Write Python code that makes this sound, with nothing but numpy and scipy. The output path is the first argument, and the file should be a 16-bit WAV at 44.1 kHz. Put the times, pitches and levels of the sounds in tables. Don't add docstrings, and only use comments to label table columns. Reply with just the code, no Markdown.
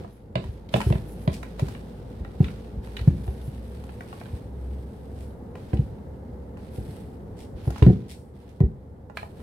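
import sys
import numpy as np
from scipy import signal
from scipy.fft import rfft, irfft, next_fast_len
from scipy.io import wavfile

SR = 44100
rng = np.random.default_rng(int(sys.argv[2]) if len(sys.argv) > 2 else 0)


def int16_out(signal):
    q = np.round(np.clip(np.atleast_2d(signal).T, -1, 1) * 32767)
    wavfile.write(sys.argv[1], SR, q.astype(np.int16))


N = 415422
TIME = np.arange(N) / SR
BLOW_TIME = TIME[:SR // 3]

# t/s, level/dB
ROOM_TONE = [(0, -42.5), (.13, -56), (.35, -52), (1.0, -46), (3.9, -47.5), (5.5, -46.5), (7.75, -47),
             (8.25, -52), (9.05, -52.5), (9.42, -49)]
# f/Hz, level/dB
VENT_RUMBLE = [(22, -15), (40, -11.5), (65, -2.5), (100, 1), (150, -5.5), (200, -8.5), (300, -21)]
VENT_RUSH = [(88, -36), (150, -7.5), (200, 0), (274, -5), (318, -9.5), (389, -6), (414, -7), (493, -5),
             (611, -16), (867, -16), (1030, -24.5), (2140, -36), (3000, -74), (3900, -85), (6600, -120)]
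MIC_SPECTRUM = [(3000, 1.5), (6500, -2.5), (9000, -1), (13000, -1), (16000, -6.5)]
# t/s, f/Hz, level/dB
HUM_CURVE = [(0, 56, -56), (1.1, 56, -40), (2.3, 57.4, -44.5), (3.0, 59.6, -36.5), (3.85, 64.4, -37),
             (4.05, 64.5, -53), (4.72, 66.7, -29.5), (4.97, 68.5, -44), (5.24, 67.8, -35),
             (5.48, 67.7, -54), (6.2, 68.6, -41), (7.4, 69.5, -50), (9.42, 73.1, -51.5)]
# t/s, length/s, rubbing/dB, gritty hiss/dB
FOOT_SHIFTS = [(-.03, 0.017, -60, -71), (0.4, 0.049, -58.5, -70), (0.702, 0.19, -52.5, -58),
               (1.017, 0.3, -63.5, -70), (1.342, 0.24, -60.5, -71), (1.575, 0.16, -56, -62.5),
               (1.848, 0.84, -65, -74), (2.379, 0.11, -56, -65.5), (2.815, .24, -58.5, -65.5),
               (2.97, .05, -58.5, -66), (3.142, 0.44, -61.5, -67.5), (3.614, 0.75, -62.5, -67),
               (4.067, 0.17, -59, -64.5), (4.576, .63, -68.5, -72), (5.542, 0.26, -62.5, -69.5),
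               (6.56, 0.41, -63.5, -70.5), (6.715, 0.23, -63, -62.5), (7.549, .17, -59, -71),
               (7.735, 0.052, -49.5, -64), (8.329, .17, -68.5, -75), (9.146, 0.041, -59.5, -62.5),
               (9.341, 0.075, -64.5, -69)]
# f/Hz, level/dB
CLOTH_SPECTRUM = [(700, -4), (1400, 2.5), (2300, 0.5), (3700, -1), (5200, -6), (7000, -13.5),
                  (12000, -25.5)]
GRIT_SPECTRUM = [(2000, -19.5), (4500, -7), (6500, -14), (8500, 1), (9800, -4), (11200, -2), (13000, -6.5),
                 (16000, -17.5)]
# t/s, level/dB, centre f/Hz, bright edge/dB, left over right/dB
SLIPS = [(.046, -42.5, 647, -76, -2.5), (.4404, -39, 1560, -48, 2), (.6893, -43, 3800, -51, -3),
         (.7604, -28, 1100, -36, 0), (.8041, -24.5, 1250, -41, 1), (.8145, -22.5, 1820, -52, -1),
         (.902, -33, 1500, -61, 2), (.9532, -28.5, 1350, -55, 7.5), (1.4296, -30, 1550, -42, -3),
         (1.5945, -28, 1280, -36.5, 5.5), (1.6841, -36.5, 1210, -40.5, 2), (1.7499, -40, 1450, -68, -1),
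         (2.2483, -33.5, 1580, -65, 9.5), (2.4035, -39, 1150, -64, 1.5), (2.4433, -28.5, 2750, -45, 0.5),
         (2.4838, -36, 1700, -67, 1.5), (2.9672, -26.5, 2720, -38, -3.5), (2.9916, -34, 1890, -63, -2.5),
         (3.075, -38, 1100, -42.5, -3.5), (3.2784, -39.5, 1100, -71, 3), (3.8384, -45, 1010, -49, 1),
         (3.8921, -40.5, 1230, -72, -3), (4.0073, -35, 1090, -49, 0.5), (4.1284, -38, 1070, -63, 1.5),
         (4.2128, -33.5, 1240, -58, 4.5), (4.2572, -44, 1970, -64, -6), (5.5543, -40, 1160, -51, 0),
         (5.7319, -35, 1370, -70, -2), (5.7708, -41.5, 3040, -60, -1.5), (6.5705, -47, 1108, -57, -2),
         (7.676, -38, 900, -48, 2.5), (7.7039, -36.5, 1070, -38, 1.5), (7.7598, -33.5, 1250, -61, 5),
         (7.7807, -39, 1100, -41, 2), (7.8221, -26.5, 930, -51, -3), (7.865, -29, 1250, -57, 1.5),
         (8.4906, -61, 2420, -57.5, -11.5), (8.6048, -36, 1005, -65, 2), (9.0977, -45, 903, -62, -7.5),
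         (9.1715, -24, 1500, -41, 0), (9.2294, -32.5, 1000, -66, -.5), (9.402, -48, 1700, -62, 1)]
# f/Hz, level/dB, t60/s
DECK_MODES = [(678, 2.5, 0.038), (840, 1, 0.047), (1018, 0.5, 0.031), (1355, -4.5, 0.032),
              (1685, -1, 0.015), (1906, -6, 0.04), (2403, 2.5, 0.01), (2995, -1.5, 0.02), (3945, 0, 0.016)]
# t/s, length/s, level/dB
SOLE_TWISTS = [(.08, 0.11, -68), (.49, .09, -72), (.70, 0.3, -58), (1.06, 0.1, -56.5), (1.17, 0.15, -62),
               (2.83, .1, -69), (3.14, 0.28, -65), (3.41, 0.098, -60), (3.6, 0.18, -74), (5.15, 0.2, -69),
               (6.7, .1, -63), (7.62, .1, -60)]
SOLE_SLIDES = [(.745, 0.049, -45.5), (.80, 0.026, -39), (.83, 0.088, -56), (1.312, 0.065, -48.5),
               (5.11, .21, -64.5), (5.734, 0.018, -53.5), (7.36, 0.11, -57), (7.824, 0.0083, -44),
               (8.078, 0.077, -49.5)]
# f/Hz, level/dB
TWIST_SPECTRUM = [(8000, -16.5), (9800, -9.5), (10700, -3.5), (11400, -3), (12200, -18.5), (14000, -11.5),
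                  (15500, -23)]
SLIDE_SPECTRUM = [(900, -26), (2000, 4), (4000, 1.5), (5100, 0.5), (5550, 2), (6100, -6), (7000, -3),
                  (8500, 0.5), (11500, -6.5), (16000, -16)]
# t/s, level/dB, thump f/Hz, boards' ring/dB
WHEEL_LANDINGS = [(.355, -21, 140, -35), (0.741, -16.5, 138, -25.5), (7.865, -2.5, 144, -19.5)]
SHOE_THUDS = [(.448, -30, 78, -42), (.487, -27.5, 79, -60), (0.864, -14, 89, -27), (0.903, -11.5, 106, -24),
              (.951, -18, 123, -38), (1.276, -13, 145, -31.5), (1.622, -15, 110, -30),
              (2.204, -28, 68.5, -47), (2.403, -7.5, 131.5, -29), (2.771, -31.5, 68, -53),
              (3.011, -25.5, 81, -47), (3.075, -5, 128, -27.5), (3.279, -23, 82, -37.5),
              (3.478, -25.5, 105, -65), (4.332, -25, 83, -54), (5.732, -16.5, 91, -25.5),
              (5.791, -12.5, 107.2, -41), (6.78, -24.5, 88.4, -33.5), (6.883, -29.5, 126, -43),
              (7.541, -31, 71.6, -47), (7.673, -15, 101.7, -29), (7.821, -6, 91.6, -18.5),
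              (8.606, -8.5, 130, -25), (8.632, -15.5, 79.4, -34.5)]
# f/Hz, level/dB, t60/s
BOARD_MODES = [(207.3, -2, 0.22), (274.4, -1.5, 0.05), (340, 2, 0.049), (367.8, -0.5, 0.12),
               (443, -2, 0.089), (517, -4.5, 0.04), (744, -8.5, 0.11)]
# t/s, hollow body/dB, metallic clack/dB
TRUCK_KNOCKS = [(.355, -19, -24), (.7395, -14, -18.5), (.9245, -24.5, -30.5), (1.2764, -22, -30),
                (1.594, -29, -34), (7.825, -46.5, -28), (9.172, -49, -29)]
# f/Hz, level/dB, t60/s
BODY_MODES = [(540, -5, 0.032), (612, -0.5, 0.033), (727, -6.5, 0.025), (1004, -8.5, 0.025)]
METAL_MODES = [(1570, 0.5, 0.013), (2060, -6.5, 0.022), (2425, -12.5, 0.036), (2925, -1.5, 0.012)]
# f/Hz, correlation
MIC_CORRELATION = [(60, 0.95), (150, 0.95), (300, 0.94), (600, 0.39), (1200, 0), (12000, 0.11)]
# f/Hz, t60/s
REVERB_T60 = [(70, 0.34), (200, 0.5), (600, 0.29), (2500, 0.19), (6000, 0.35), (14000, 0.7)]
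# f/Hz, level/dB
REVERB_LEVEL = [(60, -12), (130, -13.5), (300, -4), (700, -9.5), (2000, -6), (5000, -5), (14000, -4.5)]


def from_db(db):
    return 10 ** (np.asarray(db) / 20)


def rms_one(x):
    return x / np.sqrt(np.mean(x ** 2) + 1e-20)


def peak_one(x):
    return x / np.abs(x).max()


def in_time(rows):
    s, *columns = np.transpose(rows)
    return [np.interp(TIME, s, column) for column in columns]


def at_hz(points, hz):
    known_hz, values = np.transpose(points)
    return np.interp(np.log(hz), np.log(known_hz), values)


def filtered(x, hz, kind, order=2):
    return signal.sosfilt(signal.butter(order, hz, kind, fs=SR, output="sos"), x)


def drift(rate):
    knots = rng.standard_normal(int(N / SR * rate) + 2)
    return rms_one(np.interp(TIME * rate, np.arange(len(knots)), knots))


def add(out, s, sound):
    start = max(0, int(s * SR))
    out[..., start:start + sound.shape[-1]] += sound[..., :N - start]


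def pan(left_db):
    return from_db([[left_db], [-left_db]])


def mic_pair(x, lag_ms):
    t = TIME[:len(x)]
    return np.array([np.interp(t - lag_ms / 1000, t, x, left=0), x])


def diffuse(size):
    hz = np.maximum(np.fft.rfftfreq(size, 1 / SR), 1)
    alike = at_hz(MIC_CORRELATION, hz)
    mid, side = rfft(rng.standard_normal((2, size)))
    return hz, np.sqrt(1 + alike) * mid + np.sqrt(1 - alike) * side * [[1], [-1]]


def noise(spectrum):
    hz, white = diffuse(next_fast_len(N))
    low_cut = 1 / (1 + (spectrum[0][0] / hz / 2) ** 4)
    high_cut = 1 / (1 + (hz / spectrum[-1][0] / 2) ** 4)
    colour = low_cut * high_cut * from_db(at_hz(spectrum, hz))
    return rms_one(irfft(white * colour)[:, :N])


def decay(t60):
    return from_db(-60 * BLOW_TIME / t60)


def ring(modes, scatter_db, detune):
    hz, db, t60 = np.transpose(modes)[:, :, None]
    strength, shift = rng.standard_normal((2, len(modes), 1))
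    signs = (-1) ** np.arange(len(modes))[:, None]
    sines = np.sin(2 * np.pi * hz * (1 + detune * shift) * BLOW_TIME)
    return signs * from_db(db + scatter_db * strength) * sines * decay(t60)


def contact_burst(t60, rise_s):
    return rng.standard_normal((2, len(BLOW_TIME))) * decay(t60) * (1 - np.exp(-BLOW_TIME / rise_s))


def room_tone(rumble_db=5.0, rush_db=3.5, hiss_db=-26.5):
    level_db, = in_time(ROOM_TONE)
    ventilation = from_db(rumble_db) * noise(VENT_RUMBLE) + from_db(rush_db) * noise(VENT_RUSH)
    return from_db(level_db) * (ventilation + from_db(hiss_db) * noise(MIC_SPECTRUM))


def hum(gain_db=-1.0, waver=0.029):
    hz, db = in_time(HUM_CURVE)
    phase = 2 * np.pi * np.cumsum(hz * (1 + waver * drift(15))) / SR
    return np.sqrt(2) * from_db(db + gain_db) * np.sin(phase)


def friction(rise_s=0.032, fade_s=0.14, rest_rub_db=-27.5, rest_hiss_db=-38):
    tone_db, = in_time(ROOM_TONE)
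    power = from_db([tone_db + rest_rub_db, tone_db + rest_hiss_db]) ** 2
    for s, length, rub_db, hiss_db in FOOT_SHIFTS:
        rise = np.clip((TIME - s) / rise_s, 0, 1)
        fade = np.exp(-np.maximum(TIME - s - length, 0) / fade_s)
        power += (from_db([[rub_db], [hiss_db]]) * rise * fade) ** 2
    return np.sqrt(power)


def rubbing(rub, scrape, cloth_db=0.44, grit_db=-0.2):
    grains = from_db(2.0 * drift(500) + 0.9 * drift(35))
    cloth = rub * from_db(cloth_db) * noise(CLOTH_SPECTRUM) * pan(left_db=-1.5)
    hiss = scrape * from_db(grit_db) * noise(GRIT_SPECTRUM) * pan(left_db=2.0)
    return grains * (cloth + hiss)


def tiny_slips(rub, count=30, over_rub_db=10.5, spread_db=2.5, centre_hz=1700, edge_db=-21.5):
    s = rng.uniform(0, TIME[-1], count)
    softness, pitch, side = rng.standard_normal((count, 3)).T
    db = 20 * np.log10(np.interp(s, TIME, rub)) + over_rub_db - spread_db * softness
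    return list(zip(s, db, centre_hz * 2 ** (pitch / 2), db + edge_db, 2 * side))


def clicks(slips, ring_db=-0.5, crack_db=9.0, edge_db=13.0, focus_db=4.5, band_ratio=1.43):
    out = np.zeros((2, N))
    mode_hz = np.array(DECK_MODES)[:, 0]
    for s, db, hz, bright_db, pan_db in slips:
        octaves_away = np.log2(mode_hz / hz)
        loss_db = 3.5 * np.log2(hz / mode_hz[2])
        mode_gains = from_db(db + ring_db - loss_db - focus_db * octaves_away ** 2)
        deck = mode_gains @ ring(DECK_MODES, scatter_db=3.5, detune=0.041)
        burst = contact_burst(t60=0.024, rise_s=0.003)
        crack = from_db(db + crack_db) * filtered(burst, [hz / band_ratio, hz * band_ratio], "band")
        treble = filtered(burst, 2600, "high")
        edge = from_db(bright_db + edge_db) * filtered(treble, 5000, "low", order=1)
        click = mic_pair(deck, lag_ms=-0.95 * pan_db) + crack + edge
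        add(out, s, click * pan(left_db=pan_db / 2))
    return out


def strokes(table):
    force = np.zeros(N)
    for s, length, db in table:
        add(force, s, from_db(db) * np.sqrt(np.hanning(int(length * SR))))
    return force


def scuffs(slide_catch_db=3.5, twist_catch_db=1.5):
    hiss = strokes(SOLE_SLIDES) * from_db(slide_catch_db * drift(430)) * noise(SLIDE_SPECTRUM)
    rasp = strokes(SOLE_TWISTS) * from_db(twist_catch_db * drift(90)) * noise(TWIST_SPECTRUM)
    return hiss + rasp


def wheel_blows(gap_s=0.016, loss_db=2.5):
    return [(s + bounce * gap_s, db - bounce * loss_db, hz, ring_db - bounce * loss_db)
            for s, db, hz, ring_db in WHEEL_LANDINGS for bounce in range(3)]


def thumps(blows, thump_db=3.5, boards_db=6.5, half_band=0.37, sway_hz=74, sway_db=-19.0):
    out = np.zeros(N)
    impulse = signal.unit_impulse(len(BLOW_TIME))
    sway = from_db(sway_db) * np.sin(2 * np.pi * sway_hz * BLOW_TIME) * decay(t60=0.3)
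    for s, db, hz, ring_db in blows:
        force = from_db(db + thump_db)
        band_hz = [hz * (1 - half_band), hz * (1 + half_band)]
        swing = -peak_one(filtered(impulse, band_hz, "band", order=3))
        boards = ring(BOARD_MODES, scatter_db=3.0, detune=0.04).sum(0)
        boards = peak_one(filtered(boards, 600, "low", order=3))
        after_ring = filtered(from_db(ring_db + boards_db) * boards - force * sway, 24, "high")
        add(out, s, force * swing + after_ring)
    return mic_pair(out, lag_ms=0.29)


def truck_knocks(body_db=3.5, metal_db=-1.5, crack_db=10.5, edge_db=-9.0):
    out = np.zeros((2, N))
    for s, hollow_db, clack_db in TRUCK_KNOCKS:
        hollow_note = peak_one(ring(BODY_MODES, scatter_db=1.0, detune=0.0035).sum(0))
        body = from_db(hollow_db + body_db) * hollow_note
        metal = from_db(clack_db + metal_db) * ring(METAL_MODES, scatter_db=5.5, detune=0.055).sum(0)
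        burst = contact_burst(t60=0.021, rise_s=0.00055)
        crack = from_db(crack_db) * filtered(burst, [1700, 4000], "band", order=3)
        edge = from_db(edge_db) * filtered(burst, [4200, 9500], "band")
        add(out, s, mic_pair(body + metal, lag_ms=0.4) + from_db(clack_db) * (crack + edge))
    return out * pan(left_db=-2.0)


def shoe_blows(settle_s=0.027, settle_hz=77.6, loss_db=17):
    settling = [(s + settle_s, db - loss_db, settle_hz, ring_db - loss_db)
                for s, db, _, ring_db in SHOE_THUDS]
    return list(SHOE_THUDS) + settling


def room_reflections(x, first_echo_s=0.006):
    t = TIME[:SR]
    hz, white = diffuse(SR)
    onset = np.clip(t / first_echo_s - 0.5, 0, 1)
    edges_hz = np.geomspace(20, 17000, 25)
    response = 0
    for low, high in zip(edges_hz, edges_hz[1:]):
        centre = np.sqrt(low * high)
        band = irfft(white * ((hz >= low) & (hz < high)))
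        tail = band * onset * from_db(-60 * t / at_hz(REVERB_T60, centre))
        gain = np.sqrt(2 * (high - low)) / SR * from_db(at_hz(REVERB_LEVEL, centre))
        response = response + gain * rms_one(tail)
    return signal.fftconvolve(x, response, axes=1)[:, :N]


def scene():
    rub, scrape = friction()
    board = thumps(wheel_blows() + shoe_blows()) + truck_knocks()
    board += clicks(list(SLIPS) + tiny_slips(rub)) + scuffs()
    return board + room_reflections(board) + rubbing(rub, scrape) + hum() + room_tone()


def record(dry, cutoff_hz=15900):
    rounded = dry / (1 + dry ** 6) ** (1 / 6)
    return signal.sosfilt(signal.ellip(10, 0.1, 70, cutoff_hz, fs=SR, output="sos"), rounded)


dry = scene()
out = record(dry)
int16_out(out)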